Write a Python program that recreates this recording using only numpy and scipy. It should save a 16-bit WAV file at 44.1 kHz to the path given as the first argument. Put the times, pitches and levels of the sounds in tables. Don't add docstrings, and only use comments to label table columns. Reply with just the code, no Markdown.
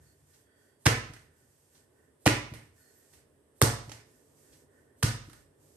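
import sys
import numpy as np
from scipy import signal
from scipy.fft import rfft, irfft
from scipy.io import wavfile

SR = 44100
rng = np.random.default_rng(int(sys.argv[2]) if len(sys.argv) > 2 else 0)


def to_wav(s):
    ch = np.atleast_2d(s).T
    pcm = np.round(np.clip(ch, -1, 1) * 32767)
    wavfile.write(sys.argv[1], SR, pcm.astype(np.int16))


def amplitude_ratio(level_db):
    exponent = np.asarray(level_db, float) / 20
    return 10 ** exponent


N = 254016
BLOW_PAN_DB, HAND_PAN_DB = -4, -5.5

# start_s, level_db
GRAZES = [
    (0.8541, -31),
    (2.256, -33.5),
    (3.6115, -45.5),
    (5.0247, -46.5),
]
# start_s, boom_db, door_db, shelf_db, room_db
THROWS = [
    (.8630, -19.5, -7, 0.5, -3.5),
    (2.2640, -21, 2.5, -23.5, -2.5),
    (3.6233, -19, -7, -3, -1.5),
    (5.0343, -21.5, -13.5, -7.5, -1.5),
    (1.095, -45.5, -7, -15.5, -2),
    (2.516, -42.5, -5, -8, 2.5),
    (3.877, -46.5, -6, -9, -2),
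    (5.275, -50.5, -0.5, -8, 0),
]


def at_hz(points, hz):
    table_hz, value = np.array(points).T[:2]
    return np.interp(np.log(hz), np.log(table_hz), value)


def rms_one(x):
    return x / np.sqrt(np.mean(x ** 2) + 1e-20)


def stereo_noise(gain, size=N):
    # pitch_hz, likeness (0 to 1)
    coherence = [(60, 0.971), (200, 0.893), (500, 0.46), (1500, 0.03), (12000, 0.039)]
    hz = np.maximum(np.arange(size // 2 + 1) * SR / size, 10)
    alike = np.clip(at_hz(coherence, hz), 0, 1)
    mid, side = rfft(rng.standard_normal((2, size))) * gain(hz)
    return irfft(np.sqrt(1 + alike) * mid + np.sqrt(1 - alike) * side * [[1], [-1]], size)


def coloured_noise(spectrum):
    return rms_one(stereo_noise(lambda hz: amplitude_ratio(at_hz(spectrum, hz))))


def resonance(x, hz, width_hz):
    r = np.exp(-np.pi * width_hz / SR)
    feedback = [1, -2 * r * np.cos(2 * np.pi * hz / SR), r * r]
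    return signal.lfilter([(1 - r * r) / 2, 0, (r * r - 1) / 2], feedback, x)


def double_resonance(x, hz, width_hz):
    return resonance(resonance(x, hz, width_hz), hz, width_hz)


def band(x, low_hz, high_hz):
    edges_hz = [low_hz, min(high_hz, .45 * SR)]
    return signal.sosfilt(signal.butter(2, edges_hz, "band", fs=SR, output="sos"), x)


def swells(rows, rise_s, fall_s, rest_db):
    t = np.arange(N) / SR
    s, length_s, db = np.array(rows).T[:, :, None]
    rising = (t - s) / rise_s + 1
    falling = (s + length_s - t) / fall_s + 1
    ramp = np.clip(np.minimum(rising, falling), 0, 1)
    return amplitude_ratio(rest_db) + np.max(amplitude_ratio(db) * np.sin(np.pi / 2 * ramp) ** 2, axis=0)


def fridge():
    # time_s, level_db
    loudness = [(0, -75), (.24, -79), (.6, -73.5), (.8, -77), (1.3, -74), (1.6, -80), (1.95, -72.5),
                (2.2, -74), (2.8, -76), (2.92, -73), (3.4, -73.5), (4.1, -71.5), (4.4, -71), (4.65, -70.5),
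                (4.9, -70.5), (5.4, -72.5), (5.76, -70.5)]
    # pitch_hz, level_db (per Hz)
    drone = [(120, -38), (200, -13), (232, -4.5), (291, -0.5), (318, -5), (413, 0), (523, -7), (620, -7.5),
             (730, -19.5), (1040, -18.5), (1400, -27.5), (1820, -58), (3080, -120)]
    swell = amplitude_ratio(np.interp(np.arange(N) / SR, *np.transpose(loudness)))
    return amplitude_ratio(4.5) * swell * coloured_noise(drone) * amplitude_ratio([[-1.5], [1.5]])


def microphone_noise():
    # pitch_hz, level_db (per Hz)
    hiss = [(700, -4.5), (1000, -8), (1350, -12), (1800, -6.5), (2300, -17), (3300, -15), (4000, -21),
            (4600, -20), (7000, -21), (8000, -9.5), (9100, -8.5), (9800, -23), (11500, -15), (13500, -20.5)]
    return amplitude_ratio(-75 + 1.5) * coloured_noise(hiss) * amplitude_ratio([[-1.5], [1.5]])


def electric_tones():
    # pitch_hz, level_db
    tones = [(100, -84), (11000, -90)]
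    t = np.arange(N) / SR
    return sum(amplitude_ratio(db) * np.sqrt(2) * np.sin(2 * np.pi * hz * t) for hz, db in tones)


def rumble():
    # start_s, level_db
    bumps = [(0.0, -62), (.22, -67.5), (.41, -80.5), (.74, -77.5), (1.2, -64.5), (1.43, -70), (1.76, -73.5),
             (2.05, -77), (2.48, -56), (2.7, -72), (3.15, -65.5), (3.33, -72.5), (3.95, -62), (4.3, -73),
             (4.52, -65), (4.8, -68.5), (5.38, -62), (5.6, -67)]
    # pitch_hz, level_db (per Hz)
    low_spectrum = [(15, -57), (25, -14.5), (40, -17.5), (86, 1.5), (119, -6.5), (146, 0), (160, -9),
                    (173, -15.5), (200, -13), (260, -42.5), (440, -120)]
    rise_s, t60_s, rest_db = 0.034, 0.74, -79
    s, db = np.array(bumps).T[:, :, None]
    since = np.maximum(np.arange(N) / SR - s + rise_s, 0)
    shaken = amplitude_ratio(db - 60 * since / t60_s) * np.minimum(since / rise_s, 1)
    gain = amplitude_ratio(rest_db) + np.max(shaken, axis=0)
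    return amplitude_ratio(2.5) * gain * coloured_noise(low_spectrum)


def dragging():
    # start_s, length_s, level_db
    strokes = [(0.05, 0.031, -68.5), (.15, .1, -75), (.31, 0.0685, -67.5), (.62, 0.0405, -74.5),
               (1.1, 0.104, -69.5), (1.4, 0.028, -71.5), (1.5, 0.19, -71.5), (1.75, 0.027, -67),
               (1.98, 0.042, -80.5), (2.5, 0.134, -71.5), (2.8, .29, -66.5), (3.12, 0.036, -65),
               (3.88, 0.082, -64.5), (4.11, 0.0735, -69), (4.22, .1, -71.5), (4.4, 0.177, -65),
               (4.77, .03, -77), (5.28, 0.103, -66.5), (5.65, .11, -67.5)]
    # pitch_hz, level_db (per Hz)
    friction = [(700, -8), (1800, -12.5), (2200, -10), (3900, -12.5), (4600, -8.5), (7400, -3), (8100, -1),
                (9100, -1), (9800, -11.5), (11600, -2.5), (13500, -4)]
    grip = swells(strokes, rise_s=0.093, fall_s=0.1162, rest_db=-85)
    return grip * coloured_noise(friction) * amplitude_ratio([[-.5], [3.5]])


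def duct_air():
    # start_s, length_s, level_db
    gusts = [(.05, 0.043, -78.5), (.33, 0.039, -80), (.5, 0.19, -76.5), (1.2, 0.232, -81),
             (1.77, 0.051, -81.5), (2.0, 0.063, -79.5), (2.6, 0.053, -78.5), (2.81, 0.082, -73.5),
             (2.95, 0.081, -78), (3.15, .03, -82), (3.95, 0.0488, -69.5), (4.12, 0.046, -81.5),
             (4.47, 0.11, -78), (4.74, 0.048, -74), (4.88, .05, -80.5), (5.35, 0.031, -75)]
    # pitch_hz, width_hz, level_db
    duct_modes = [(1521, 150, -2), (1788.7, 210, 0.5)]
    flow = swells(gusts, rise_s=0.077, fall_s=0.1016, rest_db=-91.5)
    white = stereo_noise(np.ones_like)
    air = sum(amplitude_ratio(db) * rms_one(double_resonance(white, hz, width)) for hz, width, db in duct_modes)
    return flow * rms_one(air) * amplitude_ratio([[-.5], [3.5]])


def squeaks():
    # start_s, length_s, pitch_hz, width_hz, level_db
    slips = [
        (0.039, 0.11, 4440, 250, -76.5),
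        (0.295, 0.52, 3302, 250, -85),
        (0.439, 0.366, 4610, 250, -84),
        (2.784, 0.176, 4360, 200, -77.5),
        (2.791, 0.048, 11520, 700, -70),
        (2.95, 0.068, 11780, 495.5, -69),
    ]
    out, size = np.zeros((2, N)), SR // 2
    t = np.arange(size) / SR
    for s, length_s, hz, width_hz, db in slips:
        squeal = double_resonance(rng.standard_normal((2, size)), hz, width_hz)
        swell = np.sin(np.pi * np.clip(t / length_s, 0, 1)) ** .5
        i = round(s * SR)
        out[:, i:i + size] += amplitude_ratio(db) * swell * rms_one(squeal)
    return out * amplitude_ratio([[-2], [2]])


def colours(x, pocket_hz, thwack_db, pocket_db, spray_db, crack_db):
    thwack = 5.015 * band(x, 260, 1600)
    pocket = 6.99 * resonance(x, pocket_hz, 950)
    spray = 4.6 * band(x, 2100, 8500)
    crack = 3.8 * resonance(x, 8600, 1800) + 1.8 * band(x, 9800, 15000)
    return amplitude_ratio([thwack_db, pocket_db, spray_db, crack_db]) @ np.stack([thwack, pocket, spray, crack], axis=1)


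def contacts(rows, rise_s, t60, snap, lag_s, pan_db, size):
    # start_s, pitch_hz
    pockets = [
        (0, 1660),
        (2.2, 1940),
        (2.5, 1842),
        (3.5, 1650),
        (3.85, 1930),
        (5.0, 1391),
    ]
    out, t = np.zeros((3, N)), np.arange(size) / SR
    shape = (1 - np.exp(-t / rise_s)) * amplitude_ratio(-60 * t / t60)
    for s, *levels_db in rows:
        common = rng.standard_normal(size)
        rush = shape * (common + 0.79 * rng.standard_normal((3, size)))
        rush[:, 4:7] -= snap * np.hanning(5)[1:4]
        rush[0] = np.roll(rush[0], 3)
        rush[2] = (t == 0) * np.sqrt(np.sum(shape ** 2) + snap ** 2)
        pocket_hz = [hz for start, hz in pockets if start <= s][-1]
        i = round((s + lag_s) * SR)
        pan = amplitude_ratio([[pan_db / 2], [-pan_db / 2], [0]])
        out[:, i:i + size] += colours(rush, pocket_hz, *levels_db) * pan
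    return out


def tinted(rows, colour_db):
    return [(s, *(db + np.array(colour_db))) for s, db in rows]


def lifts():
    # start_s, level_db
    peels = [
        (.33, -72),
        (1.745, -70.5),
        (3.125, -73),
        (4.52, -69.5),
    ]
    # thwack_db, pocket_db, spray_db, crack_db
    tint_db = (-1, -2, 1, -2.5)
    return contacts(tinted(peels, tint_db), rise_s=0.0093, t60=0.16, snap=0, lag_s=0,
                    pan_db=HAND_PAN_DB, size=8192)


def swish():
    # thwack_db, pocket_db, spray_db, crack_db
    tint_db = (-18.5, -16.5, -14.5, 3)
    lead_s, level_db = .066, -61
    falls = [(s - lead_s, level_db) for s, db in GRAZES]
    return contacts(tinted(falls, tint_db), rise_s=0.11, t60=0.71, snap=0, lag_s=0,
                    pan_db=HAND_PAN_DB, size=3000)[:2]


def grazes():
    # thwack_db, pocket_db, spray_db, crack_db
    tint_db = (2, -1.5, -1.5, -1)
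    return contacts(tinted(GRAZES, tint_db), rise_s=.003, t60=0.1, snap=0, lag_s=0,
                    pan_db=BLOW_PAN_DB, size=4096)


def blows():
    # start_s, thwack_db, pocket_db, spray_db, crack_db
    impacts = [(0.858, -21.5, -28.5, -32.5, -35), (0.861, -13.5, -23, -28.5, -26.5),
               (0.865, -22.5, -13.5, -29.5, -34.5), (0.873, -23, -25, -33.5, -29),
               (2.261, -13, -23, -32, -32), (2.266, -16.5, -18, -28.5, -35),
               (2.268, -18.5, -28.5, -36, -28), (2.275, -33, -18, -37, -34.5),
               (3.615, -12, -21, -23, -12.5), (3.622, -19, -29, -21, -27.5),
               (5.027, -27, -22.5, -32.5, -22), (5.031, -30, -34, -25, -30.5)]
    return contacts(impacts, rise_s=0.0004, t60=0.01363, snap=1.5, lag_s=.001,
                    pan_db=BLOW_PAN_DB, size=2048)


def cabinet(push_s):
    # pitch_hz, level_db, t60_s
    carcass = [(96.32, -10.5, 0.59), (112, -12, 0.39), (113.62, -2.5, 0.4), (129.76, -0.5, .3),
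               (142.9, -0.5, 0.19), (199, -15.5, 0.087), (225.9, -16.5, 0.57)]
    floor = [(49, -7.5, 0.63), (75.7, -11, 0.45)]
    door = [(292.7, 4, 0.13), (296, -5, 0.16), (321.76, -3, 0.25)]
    shelf = [(380.3, -1.5, 0.17), (439, -6, 0.33), (474.1, -6, 0.36), (555, -12, 0.078)]
    floor_db = -7
    out, t = np.zeros(N + SR), np.arange(SR * 3 // 4) / SR
    rings = [sum(amplitude_ratio(db - 60 * t / t60) * np.sin(2 * np.pi * hz * t) for hz, db, t60 in modes)
             for modes in (carcass, floor, door, shelf)]
    rings[2] = np.roll(rings[2], round(.0065 * SR))
    for s, boom_db, door_db, shelf_db, room_db in THROWS:
        i = round(s * SR)
        ring = amplitude_ratio([0, floor_db, door_db, shelf_db]) @ rings
        out[i:i + len(t)] -= amplitude_ratio(boom_db) * ring
    push = np.hanning(max(round(push_s * SR), 3))
    return signal.fftconvolve(out, push / push.sum())[:N]


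def landings():
    # start_s, thwack_db, pocket_db, spray_db, crack_db
    returns = [
        (1.134, -52.5, -50, -54, -53),
        (1.162, -54, -53, -67.5, -59.5),
        (2.536, -46, -46, -55.5, -48),
        (2.579, -61.5, -66.5, -73.5, -60.5),
        (3.134, -62, -62, -66.5, -56.5),
        (3.893, -44, -48, -51.5, -57.5),
        (3.916, -41.5, -43, -46, -52),
        (5.296, -62, -55.5, -60, -54.5),
        (5.329, -61.5, -54, -59.5, -52.5),
    ]
    return amplitude_ratio(-5) * contacts(returns, rise_s=0.00065, t60=0.04363, snap=1.37, lag_s=0.001,
                              pan_db=HAND_PAN_DB, size=4096)


def kitchen(x, gap_s, build_s):
    # pitch_hz, t60_s
    decay = [(150, 0.44), (500, 0.4704), (1500, 0.4885), (4000, 0.4734), (8000, 0.3593), (12000, 0.28)]
    # pitch_hz, level_db
    tile_colour = [(150, -1.5), (400, -0.5), (800, -2.5), (1500, -0.5), (2500, 1), (4000, -2), (6000, 2),
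                   (9000, -2), (12000, 1.5)]
    t = np.arange(SR * 3 // 4) / SR
    edges_hz = 100 * 2 ** np.arange(0, 7.3, .5)
    white = [stereo_noise(np.ones_like, size=len(t)) for k in range(2)]
    echo = 0
    for k, (low, high) in enumerate(zip(edges_hz, edges_hz[1:])):
        hz = np.sqrt(low * high)
        fade = amplitude_ratio(at_hz(tile_colour, hz) - 60 * t / at_hz(decay, hz))
        echo = echo + band(white[k % 2], low, high) * fade
    echo = echo * (1 - np.exp(-np.maximum(t - gap_s, 0) / build_s))
    return signal.fftconvolve(x[None], echo, axes=1)[:, :N]


def room_send():
    s, room_db = np.array(sorted(THROWS))[:, [0, -1]].T
    latest = np.searchsorted(s, np.arange(N) / SR + .03) - 1
    return amplitude_ratio(room_db[np.maximum(latest, 0)])


def scene():
    background = fridge() + microphone_noise() + electric_tones() + rumble() + dragging() + duct_air()
    dough = lifts() + grazes() + blows() + landings()
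    boom = cabinet(push_s=0.002661)
    wet = kitchen(room_send() * (dough[2] + amplitude_ratio(-11.5) * boom), gap_s=0.0016, build_s=.006)
    direct = dough[:2] + swish() + boom * amplitude_ratio([[-.2], [.2]])
    return direct + amplitude_ratio(-29.5) * wet * amplitude_ratio([[-1.6], [1.6]]) + background + squeaks()


def top_cut(x):
    return signal.sosfilt(signal.butter(12, 13670, fs=SR, output="sos"), x)


def record(dry):
    mix = signal.sosfilt(signal.butter(6, 50, "high", fs=SR, output="sos"), dry)
    mix = signal.sosfilt(signal.ellip(8, .5, 42, 12450, fs=SR, output="sos"), mix)
    return top_cut(mix)


dry = scene()
out = record(dry)
to_wav(out)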